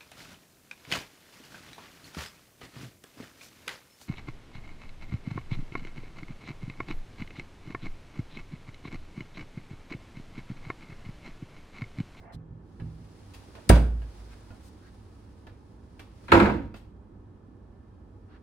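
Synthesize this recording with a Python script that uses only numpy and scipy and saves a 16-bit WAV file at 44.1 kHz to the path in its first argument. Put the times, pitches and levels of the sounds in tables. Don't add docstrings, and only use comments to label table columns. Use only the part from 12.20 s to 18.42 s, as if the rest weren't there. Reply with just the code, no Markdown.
import sys
import numpy as np
from scipy import signal
from scipy.fft import rfft, irfft
from scipy.io import wavfile
from scipy.ndimage import uniform_filter1d

SR = 44100
rng = np.random.default_rng(int(sys.argv[2]) if len(sys.argv) > 2 else 0)


def store_wav(level_fs):
    pcm = np.round(np.clip(np.atleast_2d(level_fs), -1, 1) * 32767)
    wavfile.write(sys.argv[1], SR, pcm.T.astype(np.int16))


N = 274419

# pitch_hz, likeness (1 = the same)
STEREO_LIKENESS = [(60, 1), (200, 0.84), (450, 0.71), (1000, 0.04), (2000, 0.49), (5000, -0.08),
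                   (12000, 0.56)]
# pitch_hz, left_minus_right_db
STEREO_BALANCE = [(60, -1.6), (130, -3), (250, -3.5), (500, -3), (1000, -3), (2000, 0), (4500, 2),
                  (10000, -1)]
# pitch_hz, level_db
VENT_COLOUR = [(18, -32.5), (30, -10.5), (58, 0.5), (100, -3.5), (145, -14.5), (190, -9), (300, -11),
               (420, -16), (660, -25), (950, -24.5), (1200, -29.5), (1730, -34.5), (1950, -42.5),
               (2600, -47.5), (4500, -52.5), (8000, -61), (15000, -74.5)]
# time_s, level_db
SLEEVE_LEVELS = [(0.0, -78.5), (0.19, -114), (0.5, -85), (0.65, -80), (1.1, -73.5), (1.52, -71),
                 (1.69, -78.5), (1.98, -71.5), (2.11, -72.5), (2.83, -79), (3.21, -81), (3.38, -83.5),
                 (3.66, -83), (3.95, -79), (4.21, -67), (4.35, -91), (4.75, -95), (6.2, -90.5)]
# pitch_hz, level_db
CLOTH_COLOUR = [(300, 7.5), (900, 7.5), (1800, 0.5), (3000, -2.5), (5000, -2), (7000, -9), (10500, -10),
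                (12700, -23.5), (15500, -19.5)]
# start_s, length_s, level_db, pitch_hz, width_octaves
RUB_EVENTS = [(0, 0.13, -52, 710, 0.42), (0.12, 0.033, -59, 3740, 0.42), (1.365, .03, -50.5, 630, 0.27),
              (2.099, 0.041, -59, 1500, 0.99), (2.415, .07, -63.5, 4500, 1), (2.616, 0.077, -63, 1640, 0.4),
              (6.08, 0.088, -61, 1180, 0.57)]
# start_s, level_db
BUMP_EVENTS = [(0.147, -41), (0.308, -43.5), (.604, -44.5), (.621, -37), (.80, -47)]
# pitch_hz, level_db, fade_s
HOLLOW_TONES = [(67, -2, 0.55), (100, 2, 0.6), (116.4, 3.5, 0.36), (159.05, 1.5, 0.74), (234, -5.5, 0.28),
                (278, -8.5, 0.21)]
# start_s, level_db, tilt_db_per_octave, pitch_hz
TICK_EVENTS = [(.598, -32.5, -3.5, 1693), (1.132, -34, 4.5, 1810), (1.35, -30, -1, 1050),
               (1.818, -33, -4, 1630), (2.305, -34, -6, 1425), (3.267, -31, -2.5, 1728),
               (3.792, -28, 0, 2307), (4.5404, -28.5, -2, 2660), (4.555, -39, 4, 1660)]
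# pitch_hz, level_db
TICK_COLOUR = [(150, 1), (400, 0.5), (900, 1), (1800, -3.5), (2800, -4.5), (4500, -10.5), (7000, -20),
               (10000, -22), (15500, -29)]
# pitch_multiple, level_db, fade_s
METAL_TONES = [(1, -14.5, 0.13), (1.36, -26, 0.08), (1.78, -21, 0.069)]
# pitch_hz, level_db
SEAL_COLOUR = [(40, -12), (200, 6), (350, 0), (650, 4), (1000, -6.5), (1900, -10.5), (3000, -18.5),
               (4500, -18), (6500, -24), (10000, -17), (12500, -28.5), (15500, -24.5)]
# pitch_hz, delay_s
SEAL_DELAYS = [(200, 0.0057), (700, 0.0071), (2000, 0.0032), (5000, .0002)]
# pitch_hz, level_db, fade_s
CUSHION_TONES = [(97, -6, 0.061), (188.8, -9.5, .04)]
# pitch_hz, level_db, fade_s
FRIDGE_TONES = [(56.92, -7, 0.74), (53.55, -29.5, 2.1), (98, -16.5, 0.27), (128, -23, 0.55),
                (160.2, -21.5, 0.5), (184, -19.5, 0.18), (250.3, -25, 0.46), (296, -25, 0.35),
                (359, -29, .17), (534, -25.5, .15), (580, -28.5, .3), (662, -29.5, 0.25),
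                (957, -23.5, 0.21), (1170, -32.5, .22), (1510, -34.5, 0.37), (1870, -32, .11),
                (2210, -33, .12)]
# pitch_hz, level_db
BOOM_COLOUR = [(20, -21), (45, -1.5), (100, -3), (190, 2), (300, -2.5), (420, -6.5), (560, -6.5),
               (820, -11.5), (1500, -16), (2500, -19), (3600, -22.5), (4700, -24.5), (6300, -31.5),
               (10000, -30), (12500, -47.5), (15500, -37.5)]
# pitch_hz, fade_s
BOOM_FADES = [(60, 1), (250, .5), (800, 0.52), (2000, .36), (5000, 0.37), (12000, 0.36)]
# pitch_hz, level_db
ECHO_COLOUR = [(60, -15), (200, -18), (600, 10.5), (1000, -8), (2300, -6), (4500, -13), (9000, -24),
               (15000, -36)]
# pitch_hz, level_db
CLACK_COLOUR = [(100, -11), (250, -9.5), (450, 4.5), (700, -4), (1000, 8), (1300, 5.5), (1650, 7.5),
                (1850, -6), (2400, 1.5), (3200, -13), (4200, -12.5), (5500, -38.5), (8000, -26.5),
                (11000, -39.5), (15500, -44)]
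# pitch_hz, level_db, fade_s
PANEL_TONES = [(63.7, -37, 1), (81.3, -29.5, 0.49), (98.6, -25.5, 0.53), (177.8, -29.5, .5),
               (212.2, -25.5, 0.63), (266, -27.5, .5), (339.5, -15.5, .4), (361.6, -21, 0.3),
               (407, -29.5, 0.3), (481, -29.5, 0.52), (504, -20.5, 0.36), (550, -24.5, 0.43),
               (731, -36, 0.31), (815, -32.5, .45), (904, -30.5, .42), (946, -26.5, 0.55),
               (1000, -19.5, 0.26), (1264, -28.5, 0.38), (1269, -30, 0.22), (1387, -31.5, 0.32),
               (1437, -30.5, 0.24), (1662, -25.5, 0.29), (1860, -34.5, 0.16), (2210, -38, 0.42),
               (2406, -35, 0.28), (2528, -43, .38)]
# pitch_hz, level_db
DOOR_ROOM_COLOUR = [(20, -24), (45, -2.5), (90, -3), (140, -8.5), (210, -1.5), (350, 5), (420, -3.5),
                    (680, -3), (1000, -3.5), (1600, -5), (1850, -10.5), (2500, -13), (3100, -21),
                    (4200, -25), (6000, -36), (9000, -38), (12500, -53), (15500, -50.5)]
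# pitch_hz, fade_s
ROOM_FADES = [(60, 0.9), (200, .6), (500, 0.36), (1500, 0.39), (4000, 0.45), (8000, 0.39), (14000, .35)]
# pitch_hz, level_db, fade_s
THUD_TONES = [(201.5, -16.5, 0.27), (208.4, -11, 0.25)]
# pitch_hz, fade_s
TICK_FADES = [(300, .14), (8000, .11)]
SEAL_FADES = [(200, .092), (1000, .06), (8000, .055)]
ECHO_FADES = [(200, .22), (8000, .062)]
CLACK_FADES = [(300, .09), (1500, .055), (8000, .062)]
# pitch_hz, delay_s
DOOR_DELAYS = [(150, .012), (400, .0093), (1000, .002), (4000, .0003)]

FRIDGE_SHUT_S, DOOR_HIT_S, DOOR_HOME_S = 1.4903, 4.1165, 4.213
SPRING_LEAD_S = .037


def amp(db):
    return 10 ** (np.asarray(db) / 20)


def look_up(table, hz):
    pitches, values = np.transpose(table)
    return np.interp(np.log(hz + 1), np.log(pitches + 1), values)


def unit_power(sound):
    return sound / np.sqrt(np.mean(sound ** 2) + 1e-20)


def add(mix, start_s, sound):
    part = mix[:, max(round(start_s * SR), 0):][:, :sound.shape[1]]
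    part += sound[:, :part.shape[1]]


def side_gains(hz):
    return amp(np.array([[.5], [-.5]]) * look_up(STEREO_BALANCE, hz))


def stereo_noise(size, right_delay_ms=0):
    hz = np.fft.rfftfreq(size, 1 / SR)
    left, other = rfft(rng.standard_normal((2, size)))
    likeness = np.clip(look_up(STEREO_LIKENESS, hz), -1, 1)
    right = likeness * left + np.sqrt(1 - likeness ** 2) * other
    delay = np.exp(-2j * np.pi * hz * right_delay_ms / 1000)
    return hz, np.array([left, right * delay]) * side_gains(hz)


def resonances(depth_db, count=260):
    hz = np.linspace(20, 130, count) ** 2
    db = depth_db * np.clip(rng.standard_normal(count), -2, 2) * np.minimum(hz / 1500, 1)
    return np.c_[hz, db - np.log(10) / 20 * np.mean(db ** 2)]


def burst(colour, body, fades, rise_s, tilt=0, delays=((1, 0),), right_delay_ms=0, size=32768):
    hz, noise = stereo_noise(size, right_delay_ms)
    octaves = np.clip(np.log2((hz + 1) / 1000), -3, 3)
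    spectrum = noise * amp(look_up(colour, hz) + look_up(body, hz) + tilt * octaves)
    centres = np.geomspace(40, 16000, 16)
    out = np.zeros((2, size))
    for centre, share in zip(centres, np.eye(len(centres))):
        age = np.maximum(np.arange(size) / SR - look_up(delays, centre), 0)
        band = irfft(spectrum * look_up(np.c_[centres, share], hz), size)
        swell = 1 - np.exp(-(age / rise_s) ** 2)
        out += band * swell * np.exp(-np.log(1000) * age / look_up(fades, centre))
    return out


def ring(tones, rise_s, right_delay_ms=0, blows=((0, 0, 0),)):
    hz, db, fade_s = np.transpose(tones)[:, :, None]
    t = np.arange(3 * SR // 2) / SR
    swing = 0
    for start_s, blow_db, tilt in blows:
        age = np.maximum(t - start_s, 0)
        force = amp(blow_db + tilt * np.log2(hz / 1000))
        swing = swing + force * (1 - np.exp(-age / rise_s)) * np.exp(-np.log(1000) * age / fade_s)
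    waves = amp(db) * swing * np.exp(2j * np.pi * hz * t)
    delay = np.exp(-2j * np.pi * np.outer([0, right_delay_ms / 1000], hz))
    return ((side_gains(hz[:, 0]) * delay) @ waves).imag


def swish(length_s, db, pitch_hz, width_octaves):
    t = np.arange(SR // 2) / SR
    hz, noise = stereo_noise(len(t))
    band = np.exp(-.5 * (np.log2((hz + 1) / pitch_hz) / width_octaves) ** 2)
    colour = band * amp(look_up(resonances(depth_db=4.5), hz))
    swell = 1 - np.exp(-t / (.34 * length_s))
    fade = np.exp(-np.maximum(t - length_s, 0) / (.14 * length_s))
    return amp(db) * unit_power(irfft(noise * colour, len(t))) * swell * fade


def ventilation(hum_hz=99.2):
    t = np.arange(N) / SR
    hz, noise = stereo_noise(N)
    colour = amp(look_up(VENT_COLOUR, hz) + look_up(resonances(depth_db=3.5), hz))
    rush = unit_power(irfft(noise * colour, N))
    hum = np.sqrt(2) * np.sin(2 * np.pi * hum_hz * t) * side_gains(hum_hz)
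    return amp(-50.5) * rush + amp(-57.5) * hum


def sleeve_rustle():
    hz, noise = stereo_noise(N)
    cloth = unit_power(irfft(noise * amp(look_up(CLOTH_COLOUR, hz)), N))
    folds_db = .74 * unit_power(uniform_filter1d(rng.standard_normal(N), size=700))
    movement_db = np.interp(np.arange(N) / SR, *np.transpose(SLEEVE_LEVELS))
    return cloth * amp(14 + movement_db + folds_db)


def rubs():
    out = np.zeros((2, N))
    for start_s, length_s, db, hz, width in RUB_EVENTS:
        add(out, start_s, swish(length_s, db, hz, width))
        add(out, start_s, swish(length_s, db - 8.5, hz * 2.34, width))
    return out


def bumps():
    out = np.zeros((2, N))
    hollow = ring(HOLLOW_TONES, rise_s=.0023)
    for start_s, db in BUMP_EVENTS:
        add(out, start_s, amp(db) * hollow)
    return out


def ticks():
    out = np.zeros((2, N))
    for start_s, db, tilt, pitch_hz in TICK_EVENTS:
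        body = resonances(depth_db=3.5)
        rise_s = .0025 * 2 ** (tilt / 2.2)
        click = burst(TICK_COLOUR, body, TICK_FADES, rise_s, tilt=tilt, size=8192)
        metal = ring(np.array(METAL_TONES) * [pitch_hz, 1, 1], rise_s)
        room = burst(TICK_COLOUR, body, ROOM_FADES, rise_s=.0065, tilt=tilt, size=16384)
        add(out, start_s, amp(db - 5.5) * click)
        add(out, start_s, amp(db - 11.5 - 1.15 * tilt) * metal)
        add(out, start_s, amp(db - 15.5) * room)
    return out


def add_air_puff(mix, hit_s, db):
    add(mix, hit_s - .026, swish(length_s=.084, db=db, pitch_hz=170, width_octaves=.8))


def fridge_door():
    out = np.zeros((2, N))
    body = resonances(depth_db=3.5)
    add_air_puff(out, FRIDGE_SHUT_S, db=-37.5)
    slap = burst(SEAL_COLOUR, body, SEAL_FADES, rise_s=.0022, delays=SEAL_DELAYS, right_delay_ms=.026)
    boom = burst(BOOM_COLOUR, body, BOOM_FADES, rise_s=.0097, delays=SEAL_DELAYS)
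    echo = burst(ECHO_COLOUR, body, ECHO_FADES, rise_s=.0087)
    add(out, FRIDGE_SHUT_S, amp(8) * slap)
    add(out, FRIDGE_SHUT_S + .004, amp(-2) * boom)
    add(out, FRIDGE_SHUT_S + .0085, -ring(CUSHION_TONES, rise_s=.0008))
    add(out, FRIDGE_SHUT_S + .0125, ring(FRIDGE_TONES, rise_s=.005))
    add(out, FRIDGE_SHUT_S + .058, amp(-13.5) * echo)
    return out


def door_blows(first_flight_s=.081, rebound=.7):
    blows = [(DOOR_HIT_S - SPRING_LEAD_S, -30, 0)]
    start_s = DOOR_HIT_S
    for bounce in range(5):
        flight_s = first_flight_s * rebound ** bounce
        db, tilt = -6.5 * bounce, -1.12 * bounce
        blows.append((start_s, db, tilt))
        blows.append((start_s + .38 * flight_s, db - 12, tilt))
        start_s += flight_s
    return blows


def cabinet_door():
    out = np.zeros((2, N))
    body = resonances(depth_db=3)
    blows = door_blows()
    for start_s, db, tilt in blows:
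        clack = burst(CLACK_COLOUR, body, CLACK_FADES, rise_s=.0026, tilt=tilt,
                      delays=DOOR_DELAYS, right_delay_ms=.17, size=8192)
        room = burst(DOOR_ROOM_COLOUR, body, ROOM_FADES, rise_s=.011, tilt=tilt,
                     delays=DOOR_DELAYS, right_delay_ms=.05)
        add(out, start_s, amp(4.5 + db) * clack)
        add(out, start_s + .003, amp(2 + 1.11 * db) * room)
    add_air_puff(out, DOOR_HIT_S, db=-29)
    snap_s = blows[0][0]
    spring_scrape = swish(SPRING_LEAD_S, db=-41.5, pitch_hz=1500, width_octaves=.73)
    add(out, snap_s, spring_scrape)
    pushes = [(start_s - snap_s, 2.5 + 2.5 * db, tilt) for start_s, db, tilt in blows]
    panel = ring(PANEL_TONES, rise_s=.0033, right_delay_ms=.16, blows=pushes)
    chatter_db = 2.1 * unit_power(uniform_filter1d(rng.standard_normal(panel.shape[1]), size=300))
    add(out, snap_s + .004, panel * amp(chatter_db))
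    add(out, DOOR_HOME_S, ring(THUD_TONES, rise_s=.012))
    return out


def scene():
    return fridge_door() + cabinet_door() + ticks() + bumps() + rubs() + ventilation() + sleeve_rustle()


def record(dry):
    ceiling, cutoff_hz = .95, 15900
    rounded = dry / (1 + (dry / ceiling) ** 6) ** (1 / 6)
    low_pass = signal.firwin(511, cutoff_hz, window=("kaiser", 9), fs=SR)
    return signal.oaconvolve(rounded, low_pass[None], "same")


dry = scene()
out = record(dry)
store_wav(out)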